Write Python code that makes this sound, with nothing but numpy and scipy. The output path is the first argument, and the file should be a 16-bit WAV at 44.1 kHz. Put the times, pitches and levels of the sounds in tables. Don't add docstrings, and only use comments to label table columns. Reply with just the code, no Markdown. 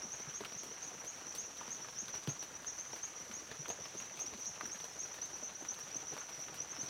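import sys
import numpy as np
from scipy import signal
from scipy.fft import rfft, irfft, next_fast_len
from scipy.io import wavfile
from scipy.ndimage import uniform_filter1d

SR = 44100
rng = np.random.default_rng(int(sys.argv[2]) if len(sys.argv) > 2 else 0)


def to_wav(s):
    ch = np.atleast_2d(s).T
    pcm = np.round(np.clip(ch, -1, 1) * 32767)
    wavfile.write(sys.argv[1], SR, pcm.astype(np.int16))


def boost_factor(decibels):
    exponent = np.asarray(decibels, float) / 20
    return 10 ** exponent


N = 303849

# (starting pitch [Hz], level before echo gain [dB],
# depth of the mid-peep fade [0-1], moments of its peeps [s])
FROG_VOICES = [(6043, -43.5, 0, [0.118, 0.345, 0.572, 0.823, 1.068, 1.379, 1.705, 1.98, 2.286, 2.664, 3.026, 3.333, 3.687, 3.97, 4.199, 4.456, 4.715, 4.988]),
               (5797, -40, .75, [2.78, 5.214, 5.429, 5.686, 5.945, 6.185, 6.6, 6.694, 6.791]),
               (5720, -47.5, 0.15, [0.201, 0.532, 0.702, 0.866, 1.26, 1.44, 1.971, 2.385, 3.799, 4.119, 5.587, 6.069]),
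               (5607, -46.5, 0, [1.575, 1.814, 2.152, 2.54, 2.92, 3.589, 4.409, 4.456, 4.643, 4.827, 5.024, 5.327, 6, 6.097, 6.396, 6.425, 6.573]),
               (5585, -47, 0, [0.019, 0.336, 0.995, 1.29, 2.127, 2.404, 2.679, 3.157, 3.196, 3.366, 4.012, 4.19, 4.258, 5.547, 5.803, 5.911, 6.326, 6.858]),
               (5660, -51, 0, [0.286, 0.505, 1.664, 1.746, 2.342, 3.575, 3.819, 4.79, 5.111, 5.34, 5.461]),
               (5200, -55, .1, [1.951, 3.84, 4.686, 4.906, 6.75])]
# (time [s], level [dB])
FACING_LEVEL = [(0, -0.5), (1.5, -.5), (3, -.5), (4.5, .5), (5.7, 0), (6.9, -1.2)]
# (time [s], tap peak [dB], leaf pitch [Hz], crack level [dB], splash level [dB])
LOUD_DROPS = [(0.404, -35.5, 350, -52, -64), (0.434, -39, 1280, -59, -65), (0.446, -34.5, 2270, -51, -63),
              (0.451, -33.5, 2300, -50, -68), (0.52, -48, 538, -52, -64), (0.631, -44.5, 350, -56, -53.5),
              (1.045, -49, 315, -58, -57), (1.348, -58, 1900, -51.5, -48.5), (1.608, -38.5, 960, -65, -76),
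              (1.677, -42.5, 400, -50.5, -68), (1.844, -41, 1260, -67, -74), (1.883, -39, 930, -50, -75),
              (2.08, -59, 813, -49, -59), (2.149, -53, 463, -47.5, -57), (2.271, -34, 288, -45.5, -56),
              (2.291, -38, 255, -47.5, -61), (2.424, -47, 960, -49.5, -55), (2.929, -42, 450, -70, -73),
              (2.959, -50, 497, -51.5, -58), (3.311, -47, 1860, -50, -63), (3.512, -41, 760, -44.5, -75),
              (3.655, -37.5, 1250, -66, -76), (3.68, -42, 500, -52, -53.5), (3.699, -34.5, 607, -44.5, -61),
              (3.853, -40.5, 1010, -50, -69), (3.947, -41, 340, -59, -70), (3.999, -37.5, 2150, -56, -58),
              (4.19, -53, 1520, -51, -55.5), (4.607, -31, 1400, -62, -75), (4.654, -40, 1350, -56, -56.5),
              (4.799, -52, 331, -49.5, -61), (4.84, -43.5, 440, -52, -57), (5.14, -54, 1690, -53, -57),
              (5.184, -41.5, 675, -55, -72), (5.647, -48, 1670, -52, -60), (5.786, -48, 1010, -60, -56),
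              (5.951, -44, 260, -71, -64), (6.126, -41.5, 333, -57, -71), (6.164, -37, 1140, -53, -61),
              (6.175, -37, 1050, -49.5, -63), (6.389, -43, 540, -64, -59), (6.481, -39, 1500, -60, -68),
              (6.54, -46, 1490, -58, -53), (6.763, -38, 1400, -53, -64), (6.827, -42.5, 250, -54.5, -56)]
# (frequency [Hz], level [dB])
CRACK_SPECTRUM = [(700, 1.5), (1800, 2), (3200, -0.5), (4500, -0.5), (7000, -23.5)]
# (frequency [Hz], level [dB])
SPLASH_SPECTRUM = [(3000, 4.5), (5500, 6), (9000, 4), (12000, 1.5), (16000, -2.5)]
# (frequency [Hz], level [dB], decay by 60 dB [s])
THUMP_PARTIALS = [(142, -21, 0.057), (278, -24, 0.053), (487, -34, .04)]
# (frequency [Hz], level per Hz [dB])
RAIN_SPECTRUM = [(25, -7), (50, -1.5), (110, -3), (250, -5), (600, -3.5), (1500, -4), (3000, -8),
                 (5000, -12), (7500, -17), (10000, -19.5), (13000, -25), (16000, -26)]
# (time [s], level [dB])
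SHOWER_LEVEL = [(0, 0), (1.2, 0), (2.8, -3.1), (3.8, 2), (5.3, -2), (6.2, 2), (6.9, 2.4)]

PEEP_S, RISE_HZ, BEND = 0.0319, 428, 1.535
FLUTTER_PER_S, FLUTTER_SPREAD_PER_S = 70.7, 37.1
FADE_AT, FADE_WIDTH = 0.39, 0.17
VARY_DB, VARY_HZ = 3.06, 42
EARLY_T60_S, LATE_T60_S = 0.08, 0.2
ECHO_GAIN_DB = 4
FLEX = 0.5
DROP_WAIT_S = 0.002
SOFT_PER_S, SOFT_TAP_DB, SOFT_CRACK_DB, SOFT_SPLASH_DB, SOFT_SPREAD_DB = 2.4, -48, -57.5, -67, 8
LOW_LEAF_HZ, HIGH_LEAF_HZ = 330, 1500
THUMP_S = 2.275
FAR_DB, FAR_HZ, FAR_SPREAD_HZ, FAR_PER_S = -52.5, 5703, 371.3745, 90
WASH_DB, PATTER_DB, PATTER_PER_S = -55.5, -59, 400
CRICKET_DB, CRICKET_HZ, CRICKET_WIDTH_HZ, TRILL_PER_S = -67.5, 6825, 280, 26


def peep(hz, fade=0.):
    u = np.arange(round(PEEP_S * SR)) / (PEEP_S * SR)
    rise_hz = RISE_HZ + 0.52 * np.clip(hz - 5550, 0, 450)
    pitch = hz + rise_hz * (1 - (1 - u) ** BEND)
    start, speed = rng.random(2)
    flutter_hz = FLUTTER_PER_S + FLUTTER_SPREAD_PER_S * speed
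    flutter = 1 + 0.49 * np.sin(2 * np.pi * (start + flutter_hz * PEEP_S * u))
    shape = np.minimum(u / 0.042, 1) * np.minimum((1 - u) / 0.36, 1)
    shape *= 1 - np.clip(fade, 0, 1) * np.exp(-((u - FADE_AT) / FADE_WIDTH) ** 2)
    return shape * flutter * np.sin(2 * np.pi * np.cumsum(pitch) / SR)


def frogs():
    out = np.zeros(N)
    for hz, db, fade, moments in FROG_VOICES:
        strays = 2 * rng.random((len(moments), 2)) - 1
        for s, (high, loud) in zip(moments, strays):
            level_db = db + np.interp(s, *np.transpose(FACING_LEVEL)) + VARY_DB * loud
            whistle = peep(hz + VARY_HZ * high, fade)
            call = boost_factor(level_db) * np.pad(whistle, (0, SR // 3))
            early = boost_factor(-2.5) * scatter(call, EARLY_T60_S)
            late = boost_factor(-3.5) * scatter(call, LATE_T60_S)
            heard = call + early + late
            heard *= np.linalg.norm(call) / np.linalg.norm(heard)
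            add(out, s, boost_factor(ECHO_GAIN_DB) * heard)
    return out


def tap(hz, t60):
    blow = burst(t60, 0.00068) + 4 * burst(0.0036, 0.00031)
    snap = resonate(resonate(blow, hz, 0.46 * hz), hz, 2.64 * hz)
    bend = burst(2 * t60, 0.0018)
    flex = resonate(resonate(bend, 0.57 * hz, 0.27 * hz), 0.49 * hz, 1.0 * hz)
    highpass = signal.butter(2, 0.27 * hz, "high", fs=SR, output="sos")
    sound = signal.sosfilt(highpass, snap + FLEX * flex)
    return sound / abs(sound).max()


def crack():
    sound = coloured(burst(0.0059, 0.0013) + boost_factor(-22) * burst(0.076, 0.0051), CRACK_SPECTRUM)
    return sound / np.std(sound[:300])


def splash():
    sound = coloured(burst(0.01, 0.00086) + boost_factor(-10.0) * burst(0.12, 0.0067), SPLASH_SPECTRUM)
    return sound / np.std(sound[:300])


def soft_drops():
    when, leaf, a, b, c = rng.random((round(SOFT_PER_S * N / SR), 5)).T
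    usual_db = [[SOFT_TAP_DB], [SOFT_CRACK_DB], [SOFT_SPLASH_DB]]
    tap_db, crack_db, splash_db = SOFT_SPREAD_DB * (2 * np.array([a, b, c]) - 1) + usual_db
    leaf_hz = LOW_LEAF_HZ * (HIGH_LEAF_HZ / LOW_LEAF_HZ) ** leaf
    return list(zip(when * N / SR, tap_db, leaf_hz, crack_db, splash_db))


def drops():
    out = np.zeros(N)
    for s, tap_db, hz, crack_db, splash_db in LOUD_DROPS + soft_drops():
        s += DROP_WAIT_S
        add(out, s, boost_factor(tap_db) * tap(hz, 0.017 + 9 / hz))
        add(out, s, boost_factor(crack_db) * crack())
        add(out, s, boost_factor(splash_db) * splash())
    return out


def thump():
    t, out = np.arange(SR // 5) / SR, np.zeros(N)
    body = sum(boost_factor(db - 60 * t / t60) * np.sin(2 * np.pi * hz * t) for hz, db, t60 in THUMP_PARTIALS)
    add(out, THUMP_S, body * (1 - np.exp(-(t / 0.0096) ** 2)))
    return out


def far_chorus():
    out = np.zeros(N)
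    for when, low, high, size in rng.random((round(FAR_PER_S * N / SR), 4)):
        voice = peep(FAR_HZ + FAR_SPREAD_HZ * (low + high - 1))
        add(out, when * N / SR, boost_factor(-8 * size) * voice)
    smeared = scatter(np.tile(out, 2), 0.82)[N:]
    return boost_factor(FAR_DB) * evened(smeared)


def patter():
    falls = rng.exponential(1, N)
    size = boost_factor(4.36 * np.minimum(falls, 4)) * (rng.random(N) < PATTER_PER_S / SR)
    leaf, out = rng.integers(0, 70, N), np.zeros(N)
    for k, hz in enumerate(np.geomspace(230, 4500, 70)):
        tick = boost_factor(-28) * coloured(burst(0.023, 0.0012), RAIN_SPECTRUM)
        drop = tap(hz, 0.0051 + 4 / hz) * (hz / 1000) ** 0.29 + tick
        echoed = drop + boost_factor(-1.5) * scatter(drop, 0.053)
        out += signal.oaconvolve(size * (leaf == k), echoed)[:N]
    shower_db = np.interp(np.arange(N) / SR, *np.transpose(SHOWER_LEVEL))
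    return boost_factor(PATTER_DB + shower_db) * evened(out)


def wash():
    frames = N // 128 + 6
    a, b, raw = rng.standard_normal((frames, 257, 3)).T
    flicker = evened(uniform_filter1d(uniform_filter1d(raw, 90, 0), 5, 1))
    patches = evened(uniform_filter1d(uniform_filter1d(raw[::-1], 8, 0), 30, 1))
    spectrum = (a + 1j * b) * boost_factor(0.97 * patches + 1.44 * flicker)
    noise = signal.istft(spectrum, nperseg=512, noverlap=384)[1][:N]
    return boost_factor(WASH_DB) * evened(coloured(noise, RAIN_SPECTRUM))


def cricket():
    drift = 8 * uniform_filter1d(rng.standard_normal(N), 4000)
    turns = np.cumsum(TRILL_PER_S * (1 + drift)) / SR
    once = resonate(rng.standard_normal(N), CRICKET_HZ, CRICKET_WIDTH_HZ)
    tone = resonate(once, CRICKET_HZ, CRICKET_WIDTH_HZ)
    return boost_factor(CRICKET_DB) * evened(tone * (1 + 0.33 * np.sin(2 * np.pi * turns)))


def scatter(x, t60, start_s=.002):
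    at = np.arange(round(start_s * SR), SR // 2, 30)
    taps = np.zeros(SR // 2 + 30)
    decay = boost_factor(-60 * at / SR / t60)
    taps[at + rng.integers(0, 30, len(at))] = rng.standard_normal(len(at)) * decay
    return signal.oaconvolve(x, taps / np.linalg.norm(taps))[:len(x)]


def burst(t60, rise_s):
    t = np.arange(SR // 8) / SR
    return rng.standard_normal(len(t)) * boost_factor(-60 * t / t60) * (1 - np.exp(-(t / rise_s) ** 2))


def resonate(x, hz, width):
    r = np.exp(-np.pi * width / SR)
    return 2 * signal.lfilter([1 - r], [1, -r * np.exp(2j * np.pi * hz / SR)], x).real


def coloured(x, points):
    size = next_fast_len(len(x) + 512)
    f, db = np.transpose(points)
    hz = np.fft.rfftfreq(size, 1 / SR)
    gain = boost_factor(np.interp(np.log(hz + 1), np.log(f), db))
    return irfft(rfft(x, size) * gain, size)[:len(x)]


def evened(x):
    return x / np.sqrt(np.mean(x ** 2) + 1e-20)


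def add(mix, s, sound):
    part = mix[round(s * SR):][:len(sound)]
    part += sound[:len(part)]


def scene():
    near = drops() + thump()
    near_echoes = boost_factor(-10.5) * scatter(near, 0.15)
    background = far_chorus() + patter() + wash() + cricket()
    return (frogs() + near + near_echoes + background)[None]


def low_pass(x):
    return signal.sosfilt(signal.butter(12, 15710, fs=SR, output="sos"), x)


def record(dry):
    highpass = signal.butter(2, 70, "high", fs=SR, output="sos")
    mix = signal.sosfilt(highpass, dry)
    return low_pass(mix)


dry = scene()
out = record(dry)
to_wav(out)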